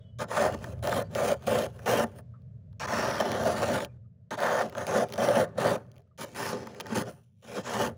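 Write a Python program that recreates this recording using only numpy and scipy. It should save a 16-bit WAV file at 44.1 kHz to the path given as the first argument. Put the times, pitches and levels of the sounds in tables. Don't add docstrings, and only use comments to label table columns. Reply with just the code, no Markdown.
import sys
import numpy as np
from scipy import signal
from scipy.fft import rfft, irfft
from scipy.io import wavfile
from scipy.ndimage import uniform_filter1d

SR = 44100
rng = np.random.default_rng(int(sys.argv[2]) if len(sys.argv) > 2 else 0)


def unload_audio(sound):
    columns = np.transpose(np.atleast_2d(sound))
    steps = np.round(np.clip(columns, -1, 1) * 32767)
    wavfile.write(sys.argv[1], SR, steps.astype(np.int16))


N = 351477

# landing in seconds, turn and lift in seconds after landing,
# crystal level in dB at landing, turn and lift, then sizzle, liner, wall and panels in dB over
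# the crystals (halfway through the contact), and the hollow's pitch in Hz.
STROKES = [(.186, 0.035, .055, -53, -42, -50.5, -9.5, 6.4, 11.2, 6.5, 576),
           (0.284, .028, .095, -56.5, -48.5, -40, -8, 9.9, 9.8, 0, 603),
           (0.378, 0.076, .12, -43.5, -38.5, -52.5, -7, 9.1, 15.3, 6, 597),
           (0.825, 0.16, .198, -47.5, -42.5, -48, -5, 7, 16.4, 7.5, 585),
           (1.151, .13, 0.17, -44.5, -40, -47.5, -5, 5.4, 15.9, 5, 570),
           (1.468, 0.11, .195, -43.5, -40, -50, -3.5, 5.8, 16.4, 7.5, 548),
           (1.858, 0.047, 0.28, -42.5, -38.5, -44, -3, 8.4, 17.3, 7, 518),
           (2.797, .03, .062, -42, -39.5, -43, -15, 6.5, 3, -4.5, 619),
           (2.872, 0.11, .33, -47.5, -38.5, -47.5, -10, 9.7, 8.5, 1.5, 618),
           (3.201, .03, 0.2, -35, -46, -47.5, -10, 8.6, 15.2, 9, 585),
           (3.435, 0.022, 0.14, -50, -41, -46, -8.5, 7.2, 14.5, 6.5, 627),
           (3.552, 0.085, 0.32, -44.5, -43, -42, -8, 7.1, 13.7, 8, 573),
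           (3.79, .03, 0.056, -53, -45.5, -55, -4.5, 3.2, 9.7, 9, 572),
           (4.307, 0.028, 0.042, -44.5, -47.5, -50.5, -12, 8.7, 6.3, 5, 600),
           (4.373, 0.049, 0.31, -50, -42, -43, -9.5, 12.1, 16, 2.3, 619),
           (4.768, .06, .099, -49.5, -49, -59.5, -6.5, 9.6, 16.2, 9.5, 555),
           (4.867, .13, .17, -47, -40, -47.5, -7.5, 8.3, 18.7, 8, 572),
           (5.178, .02, .137, -42, -44, -41, -6, 6.4, 16.8, 8, 587),
           (5.318, 0.088, .134, -45, -37, -54, -5.5, 9.1, 18.5, 8, 570),
           (5.578, 0.063, 0.22, -46.5, -39, -46.5, -6, 8.4, 16.3, 8.5, 538),
           (6.177, 0.042, .073, -53.5, -43, -46.5, -6, 1.5, 3.3, 1.1, 551),
           (6.348, 0.15, .175, -45, -38.5, -51.5, -7, 3.2, 5.1, 0, 504),
           (6.878, 0.042, .069, -57, -48.5, -52, -12, 6.5, 9.5, 13.5, 489),
           (6.946, .012, .078, -43, -34, -48, -5.5, 3.6, 3.5, 7.5, 543),
           (7.424, .16, .203, -64.5, -44.5, -62.5, -10.5, 1.9, 11, 4, 516),
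           (7.628, 0.025, .072, -61.5, -44, -39.5, -14, 2.2, 5, -1.5, 521),
           (7.699, 0.15, 0.2, -41.5, -39, -51, -9, 5.5, 11.4, 4.5, 522)]
# start in seconds, turn and end in seconds after it,
# crystal level in dB at start, turn and end, sizzle in dB over the crystals, extra cabinet share in dB.
DRAGS = [(.243, .026, .045, -57.5, -77.5, -63.5, -18, 3.5), (0.498, .02, 0.047, -50, -54.5, -48.5, -9, 0.5),
         (0.548, 0.12, 0.17, -63.5, -57, -62, -7, -3), (.736, 0.031, .092, -73, -76, -75, -5, 2),
         (1.025, .07, 0.059, -70.5, -75, -67.5, -12, 1.5), (1.11, .028, 0.04, -65, -56.5, -54, -8, -2.5),
         (1.342, .05, 0.076, -65, -73.5, -61.5, -7, -2), (1.44, .014, 0.027, -60.5, -64.5, -52, -6, -2),
         (1.666, .055, .195, -64.5, -70.5, -63, -3, -1), (2.042, .1, .115, -63.5, -75, -74, -4, 3),
         (2.156, 0.033, 0.053, -72, -62, -78, 3, -0.5), (2.858, 0.0091, .012, -53, -62.5, -51.5, -21, -6),
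         (3.857, .037, .115, -65.5, -86.5, -89, -9, 3.5), (4.354, .01, 0.019, -53.5, -64, -57, -19, -4),
         (4.626, .035, .075, -50.5, -55.5, -65, -9, 0), (4.7, 0.023, .071, -69, -67, -57.5, -12, 0.5),
         (5.04, 0.032, 0.22, -58.5, -67, -56, -9, 0), (5.453, .095, 0.18, -70.5, -82.5, -58.5, -8, 11.5),
         (5.762, 0.15, 0.24, -69, -90.5, -83.5, -4, 8.5), (6.248, 0.032, .099, -55, -60.5, -58, -11, -8),
         (6.523, 0.13, .28, -45, -58, -62, -14.5, -2), (6.815, 0.043, 0.06, -63.5, -62.5, -58, -17, 0.5),
         (7.026, 0.019, 0.074, -54.5, -62.5, -54, -9, 0), (7.094, 0.06, 0.11, -56, -71.5, -86, -2, -3.5),
         (7.23, 0.11, 0.17, -80.5, -93.5, -84, -7, -12), (7.872, .046, 0.077, -48, -68, -85, -6, 4)]
# liner, wall and panels in dB over the crystals.
DRAG_COLOUR_DB = [5.5, 15, 12.5]
GROWTH_DB = [1.7, .6, 2.2, 2.8]
# time in seconds, strength in dB, knock on liner and wall in dB over that strength.
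CRACKS = [(.5242, -36, -4), (.5464, -50, 21), (.6426, -35, 8.5), (.838, -34, 0), (.852, -37, -3),
          (.8731, -23.5, 2), (.895, -28, -12), (.926, -30.5, 12.5), (1.113, -54, 9), (1.1508, -26.5, -5),
          (1.168, -33, -3), (1.181, -31, 2), (1.4233, -44, 4), (1.6227, -30, -15.5), (1.7927, -49, 15),
          (1.8203, -57.5, 12), (2.1864, -49, 6), (2.42, -66, -15), (2.7292, -58, 1), (3.2097, -23.5, -9),
          (3.3179, -23, -19), (3.4362, -27, 0.5), (3.8049, -34, 14.5), (3.848, -27, -9),
          (4.4038, -31.5, 10), (4.6973, -37, -19), (4.7257, -47.5, 16.5), (4.7516, -41.5, 13.5),
          (4.782, -30, 0), (4.8682, -25, -14), (5.0863, -43, -9), (5.092, -43, -9), (5.102, -40, 0),
          (5.112, -50, -5), (5.124, -27, -6.5), (5.136, -30, -6), (5.1392, -27, -16), (5.1585, -37.5, 7.5),
          (5.2878, -25.5, 3.5), (5.2224, -32.5, -2), (5.3355, -36.5, 12), (5.5889, -63, 2),
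          (5.776, -53, -7), (5.7814, -52, -4), (5.833, -68, -4), (5.9166, -48, -16), (5.965, -50, -22),
          (5.981, -48, -12), (6.0761, -70, -10), (6.6715, -37.5, 9.5), (6.7473, -47.5, 13),
          (6.8006, -28.5, 1.5), (6.8069, -24, -2), (6.811, -28.5, -5), (6.8593, -44, 12), (6.8674, -37, 8),
          (7.4719, -58, -2)]
# shower start in seconds, end in seconds, typical strength in dB.
CRUMBS = [(0.752, 0.817, -61), (5.86, 6.108, -61), (7.12, 7.3, -77)]
# time in seconds, relative strength in dB.
CRUNCHES = [(.368, -19.5), (0.454, -12.5), (0.542, -22), (.828, -24), (.929, -17.5), (.983, -18),
            (1.233, -2), (1.473, -18), (1.566, -19), (1.793, -21), (1.896, -1.5), (1.986, -1.5),
            (2.028, -19), (3.08, 3), (3.244, -19.5), (3.319, -24), (3.413, -20), (3.454, -17),
            (3.635, -28.5), (4.31, -33), (4.377, -21), (4.525, -2.5), (4.562, -18), (4.767, -13),
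            (4.911, -10), (4.945, -27), (4.987, -25), (5.024, 5), (5.162, -20), (5.189, -27), (5.221, -25),
            (5.335, -7.5), (5.37, -18.5), (5.581, 6.5), (5.658, 9.5), (5.61, -25), (6.806, -9), (6.95, -24),
            (7.848, -6)]
# start in seconds, length in seconds, pitch in Hz,
# width in Hz of each of two resonances in a row, level in dB before fading.
TONES = [(0, 0.19, 2994, 40, -76), (0, 0.12, 3320, 40.2, -77), (0, .051, 3660, 60, -81),
         (1.03, 0.061, 4630, 30, -74), (2.336, .036, 1235, 245, -64), (2.36, 0.069, 1165, 80.6, -80),
         (3.878, .063, 2390, 120, -78), (4.04, .028, 1255, 100, -78.5), (6.069, .016, 1250, 150, -81),
         (6.11, .028, 1220, 119, -75)]
# frequency in Hz, relative strength in dB per Hz.
CRYSTALS = [(880, -36), (1500, -17.5), (1850, -17.5), (2250, -8.5), (2600, -11), (4500, -14.5), (6370, -15),
            (7300, -17.5), (8160, -24), (9000, -17.5), (10000, -17), (12000, -24), (13700, -37),
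            (14600, -17.5), (14900, -19.5), (15500, -19.5)]
# pitch in Hz, width in Hz, height in dB over the crystal colour.
SPOON = [(2470, 200, 1), (3160, 120, 4.5), (3850, 590, -1.5), (4890, 520, -1), (6440, 300, 2),
         (9840, 300, 3.5), (11600, 160, -2)]
# pitch in Hz, width in Hz, strength in dB.
LINER = [(901.5, 61, 5), (1040.6, 76, 3), (1231, 79, 3), (1358, 68, 1.5), (1538, 155, 1.5), (1685, 110, 1),
         (1782, 120, 1.5), (2027, 220, -4), (2136, 174, -3.5)]
# pitch in Hz, width in Hz, strength in dB over the hollow.
WALL = [(565, 76, -20.5), (460, 170, -8.5), (696, 49, -10.5)]
# pitch in Hz, width in Hz, strength in dB.
PANEL = [(164, 24, -1.5), (228, 45, 1), (308.7, 24, 0.5), (400, 29.4, -3)]
# frequency in Hz, relative strength in dB per Hz.
RUMBLE = [(15, -66.5), (25, -20), (38, -47.5), (73, -6), (124, 5), (147, -3.5), (163, -3), (240, -14.5),
          (310, -69), (530, -120)]
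# time in seconds, upper part in dB (before shaking), deep part in dB.
RUMBLE_LEVEL = [(0, -52, -51.5), (.3, -45.5, -55), (.6, -47, -41), (1.0, -43, -44), (1.4, -44.5, -48.5),
                (1.9, -49, -49), (2.2, -50.5, -52), (2.75, -49.5, -47.5), (3.06, -45.5, -49),
                (3.65, -63, -46.5), (3.9, -52.5, -48), (4.3, -55, -67), (4.9, -52.5, -53.5),
                (5.7, -43, -56.5), (6.1, -63, -62), (6.5, -51.5, -60), (6.78, -67, -66), (6.95, -46, -58),
                (7.3, -61.5, -66), (7.87, -49, -50)]
# frequency in Hz, relative strength in dB per Hz.
HUM = [(200, -28.5), (250, -4.5), (330, -19.5), (408, -4.5), (500, -7), (640, -5), (750, -25), (900, -26),
       (1700, -28.5), (2300, -33.5), (3500, -37), (7000, -43), (16000, -62)]
# time in seconds, level in dB.
HUM_LEVEL = [(0, -63), (.2, -74), (1, -61.5), (2.2, -65.5), (2.5, -70.5), (2.8, -71), (3.9, -67.5),
             (4.1, -77.5), (4.3, -75.5), (5.5, -63.5), (6, -70), (6.2, -78), (7.2, -82), (7.4, -92),
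             (7.97, -58.5)]

HOLLOW_WIDTH_HZ = 150
SIZZLE_HZ, FINE_TOP_HZ = 8200, 15700
RELEASE_S = .008
BRIDGE_S = .04
JUDDER_DB, JUDDER_S = 1.07, .016
CRACK_S = 0.0011
CRACK_BODY_DB, CRACK_BRIGHT_DB = -2, -1.5
CRUMBS_PER_S, CRUMB_SPREAD_DB, CRUMB_KNOCK_DB = 25, 3, -10
SHAKE_DB, SHAKE_S = -8.5, 0.038
EDGE_HZ = 16900


def scraping(spoon, gains, hollow_hz):
    dense = grit(8000, 3.04, .003, 1.5)
    sparse = grit(1200, 1.5, 0.0025, 1.2)
    coarse = grit(2600, 2.45, .007, 1.6)
    firm = gains[0] ** 2 / (gains[0] ** 2 + gain_of(-54.5) ** 2)
    fine = np.sqrt(firm) * dense + np.sqrt(1 - firm) * sparse
    crystals = drift(signal.oaconvolve(fine, spoon)[:N], 2.6, bins=2, frames=20)
    crystals = drift(crystals, 2.1, bins=8, frames=120)
    body = evened(steep(crystals, 2000, SIZZLE_HZ)) * gains[0]
    sizzle = evened(steep(crystals, SIZZLE_HZ, FINE_TOP_HZ)) * gains[1]
    drive = .6 * fine + 0.8 * coarse
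    bodies = (lambda x: band(modes(x, LINER), 680, 2300),
              lambda x: wall(x, hollow_hz),
              lambda x: modes(x, PANEL))
    ringing = 0
    for ring, gain, db in zip(bodies, gains[2:], (-.7, -2.5, -1.5)):
        ringing = ringing + gain_of(db) * ring(drive * gain) / np.std(ring(drive))
    return body + sizzle + drift(ringing, 1.68, bins=2, frames=16)


def controls():
    t, power = np.arange(N) / SR, np.zeros((5, N))
    drags = [(*row[:7], *np.add(DRAG_COLOUR_DB, row[7])) for row in DRAGS]
    contacts = sorted([tuple(row[:10]) for row in STROKES] + drags)
    following = contacts[1:] + [(np.inf,)]
    for contact, after in zip(contacts, following):
        start, turn, lift, land_db, turn_db, lift_db, *over_db = contact
        gap = after[0] - start
        if gap < lift + BRIDGE_S:
            lift = gap
        on = (t >= start) & (t < start + lift + RELEASE_S)
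        since = t[on] - start
        db = np.interp(since, [0, min(turn, lift), lift, lift + RELEASE_S],
                       [land_db, turn_db, lift_db, lift_db - 30])
        growth_db = np.outer([0, *GROWTH_DB], since / lift - .5)
        power[:, on] += gain_of(db + np.r_[0, over_db][:, None] + growth_db) ** 2
    judder = slow_noise(round(JUDDER_S * SR))
    rows = np.array(STROKES)
    hollow_hz = np.interp(t, rows[:, 0] + rows[:, 2] / 2, rows[:, -1])
    gains = uniform_filter1d(np.sqrt(power) * gain_of(JUDDER_DB * judder), 60, axis=1)
    return gains, hollow_hz


def grit(per_s, spread_db, clump_s, clump_db):
    size = gain_of(spread_db * np.minimum(rng.exponential(1, N), 4.2))
    hits = size * (rng.random(N) < per_s / SR)
    clumps = slow_noise(max(round(clump_s * SR), 2))
    return evened(hits * rng.choice([-1., 1.], N) * gain_of(clump_db * clumps))


def drift(x, patchy_db, bins, frames):
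    z = signal.stft(x, nperseg=512, noverlap=384)[2]
    patches = uniform_filter1d(rng.standard_normal(z.shape), bins, 0)
    patches = evened(uniform_filter1d(patches, frames, 1))
    return signal.istft(z * gain_of(patchy_db * patches), nperseg=512, noverlap=384)[1][:N]


def spoon_response():
    hz = np.fft.rfftfreq(4096, 1 / SR)
    peaks = sum(db / (1 + (2 * (hz - f) / width) ** 2) for f, width, db in SPOON)
    return causal(read(CRYSTALS, hz) + peaks)


def wall(x, hollow_hz):
    return band(resonate(x, hollow_hz, HOLLOW_WIDTH_HZ) + modes(x, WALL), 380, 820)


def cracks(spoon):
    bursts, blows, t = np.zeros(N), np.zeros(N), np.arange(600) / SR
    snap = 1.76 * np.exp(-(t / .00006) ** 2)
    for s, db, knock_db in list(CRACKS) + crumbs():
        burst = gain_of(db) * (snap + rng.standard_normal(len(t)) * np.exp(-t / CRACK_S))
        add(bursts, s, burst)
        add(blows, s, gain_of(knock_db) * burst)
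    spray = gain_of(CRACK_BODY_DB) * band(bursts, 1800, 8200)
    spray = spray + gain_of(CRACK_BRIGHT_DB) * band(bursts, 8200, 16300)
    ringing = signal.oaconvolve(spray, spoon / np.linalg.norm(spoon))[:N]
    knocks = gain_of(5.5) * modes(blows, LINER + WALL) + gain_of(-3.5) * band(blows, 300, 2400)
    return ringing + knocks


def crumbs():
    tries = 40
    when, luck = rng.random((2, len(CRUMBS), tries))
    size = rng.standard_normal((len(CRUMBS), tries))
    ticks = []
    for (start, end, db), moments, lucks, sizes in zip(CRUMBS, when, luck, size):
        chance = CRUMBS_PER_S * (end - start) / tries
        for u, p, z in zip(moments, lucks, sizes):
            if p < chance:
                ticks.append((start + u * (end - start), db + CRUMB_SPREAD_DB * z, CRUMB_KNOCK_DB))
    return ticks


def crunches(hollow_hz):
    blows, t = np.zeros(N), np.arange(800) / SR
    swell = (t / 0.0022) * np.exp(-t / 0.0021)
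    for s, db in CRUNCHES:
        add(blows, s, gain_of(db + 0.5) * rng.standard_normal(len(t)) * swell)
    return wall(blows, hollow_hz) + gain_of(-8.5) * modes(blows, PANEL)


def cabinet(x, t60=0.11):
    t = np.arange(SR // 3) / SR
    tail = rng.standard_normal(len(t)) * gain_of(-60 * t / t60) * (t > .002)
    tail = band(tail, 240, 1200)
    return signal.oaconvolve(x, tail / np.linalg.norm(tail))[:N]


def tones():
    out = np.zeros(N)
    for s, length, hz, width_hz, db in TONES:
        noise = rng.standard_normal(4096 + round(.25 * SR))
        tone = resonate(resonate(noise, hz, width_hz), hz, width_hz)
        tone = tone[4096:][:round(length * SR)]
        fade = signal.windows.tukey(len(tone), .3) * gain_of(np.linspace(3, -4, len(tone)))
        add(out, s, gain_of(db) * evened(tone) * fade)
    return out


def background(panels):
    hz, t = np.fft.rfftfreq(N, 1 / SR), np.arange(N) / SR
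    s, upper_db, deep_db = np.transpose(RUMBLE_LEVEL)
    deep = 1 / np.sqrt(1 + (hz / 95) ** 12)
    rumble = gain_of(read(RUMBLE, hz))
    colours = [rumble * np.sqrt(1 - deep ** 2), rumble * deep, gain_of(read(HUM, hz))]
    shake = gain_of(SHAKE_DB) * uniform_filter1d(panels, round(SHAKE_S * SR))
    levels = [np.hypot(gain_of(np.interp(t, s, upper_db)), shake),
              gain_of(np.interp(t, s, deep_db)),
              gain_of(np.interp(t, *np.transpose(HUM_LEVEL)))]
    noises = irfft(rfft(rng.standard_normal((3, N))) * np.vstack(colours), N)
    return sum(evened(noise) * level for noise, level in zip(noises, levels))


def gain_of(db):
    return 10 ** (np.asarray(db) / 20)


def evened(x):
    return x / np.sqrt(np.mean(x ** 2) + 1e-20)


def slow_noise(width):
    return evened(uniform_filter1d(uniform_filter1d(rng.standard_normal(N), width), width))


def read(points, hz):
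    f, value = np.transpose(points)
    return np.interp(np.log(hz + 1), np.log(f + 1), value)


def add(mix, s, sound):
    part = mix[max(round(s * SR), 0):][:len(sound)]
    part += sound[:len(part)]


def resonate(x, hz, width_hz):
    turn = np.exp(2j * np.pi * np.cumsum(hz * np.ones(len(x))) / SR)
    r = np.exp(-np.pi * width_hz / SR)
    return 2 * (turn * signal.lfilter([1 - r], [1, -r], x / turn + 1e-18)).real


def modes(x, table):
    out = 0
    for k, (hz, width_hz, db) in enumerate(table):
        out = out + (-1) ** k * gain_of(db) * signal.lfilter(*signal.iirpeak(hz, hz / width_hz, SR), x)
    return out


def causal(db):
    log_gain = np.log(gain_of(np.maximum(np.r_[db, db[-2:0:-1]], -100)))
    return np.fft.ifft(np.exp(np.conj(signal.hilbert(log_gain)))).real[:2048]


def band(x, lo_hz, hi_hz, order=2):
    return signal.sosfilt(signal.butter(order, [lo_hz, hi_hz], "bandpass", fs=SR, output="sos"), x)


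def steep(x, lo_hz, hi_hz):
    return signal.oaconvolve(x, signal.firwin(255, [lo_hz, hi_hz], pass_zero=False, fs=SR), "same")


def scene():
    spoon = spoon_response()
    gains, hollow_hz = controls()
    near = scraping(spoon, gains, hollow_hz) + cracks(spoon) + crunches(hollow_hz)
    mix = near + gain_of(-21.0) * cabinet(near) + tones() + background(gains[4])
    return mix[None]


def record(dry):
    lowpass = signal.firwin(511, EDGE_HZ, window=("kaiser", 9), fs=SR)
    return signal.oaconvolve(dry, lowpass[None], "same")


dry = scene()
out = record(dry)
unload_audio(out)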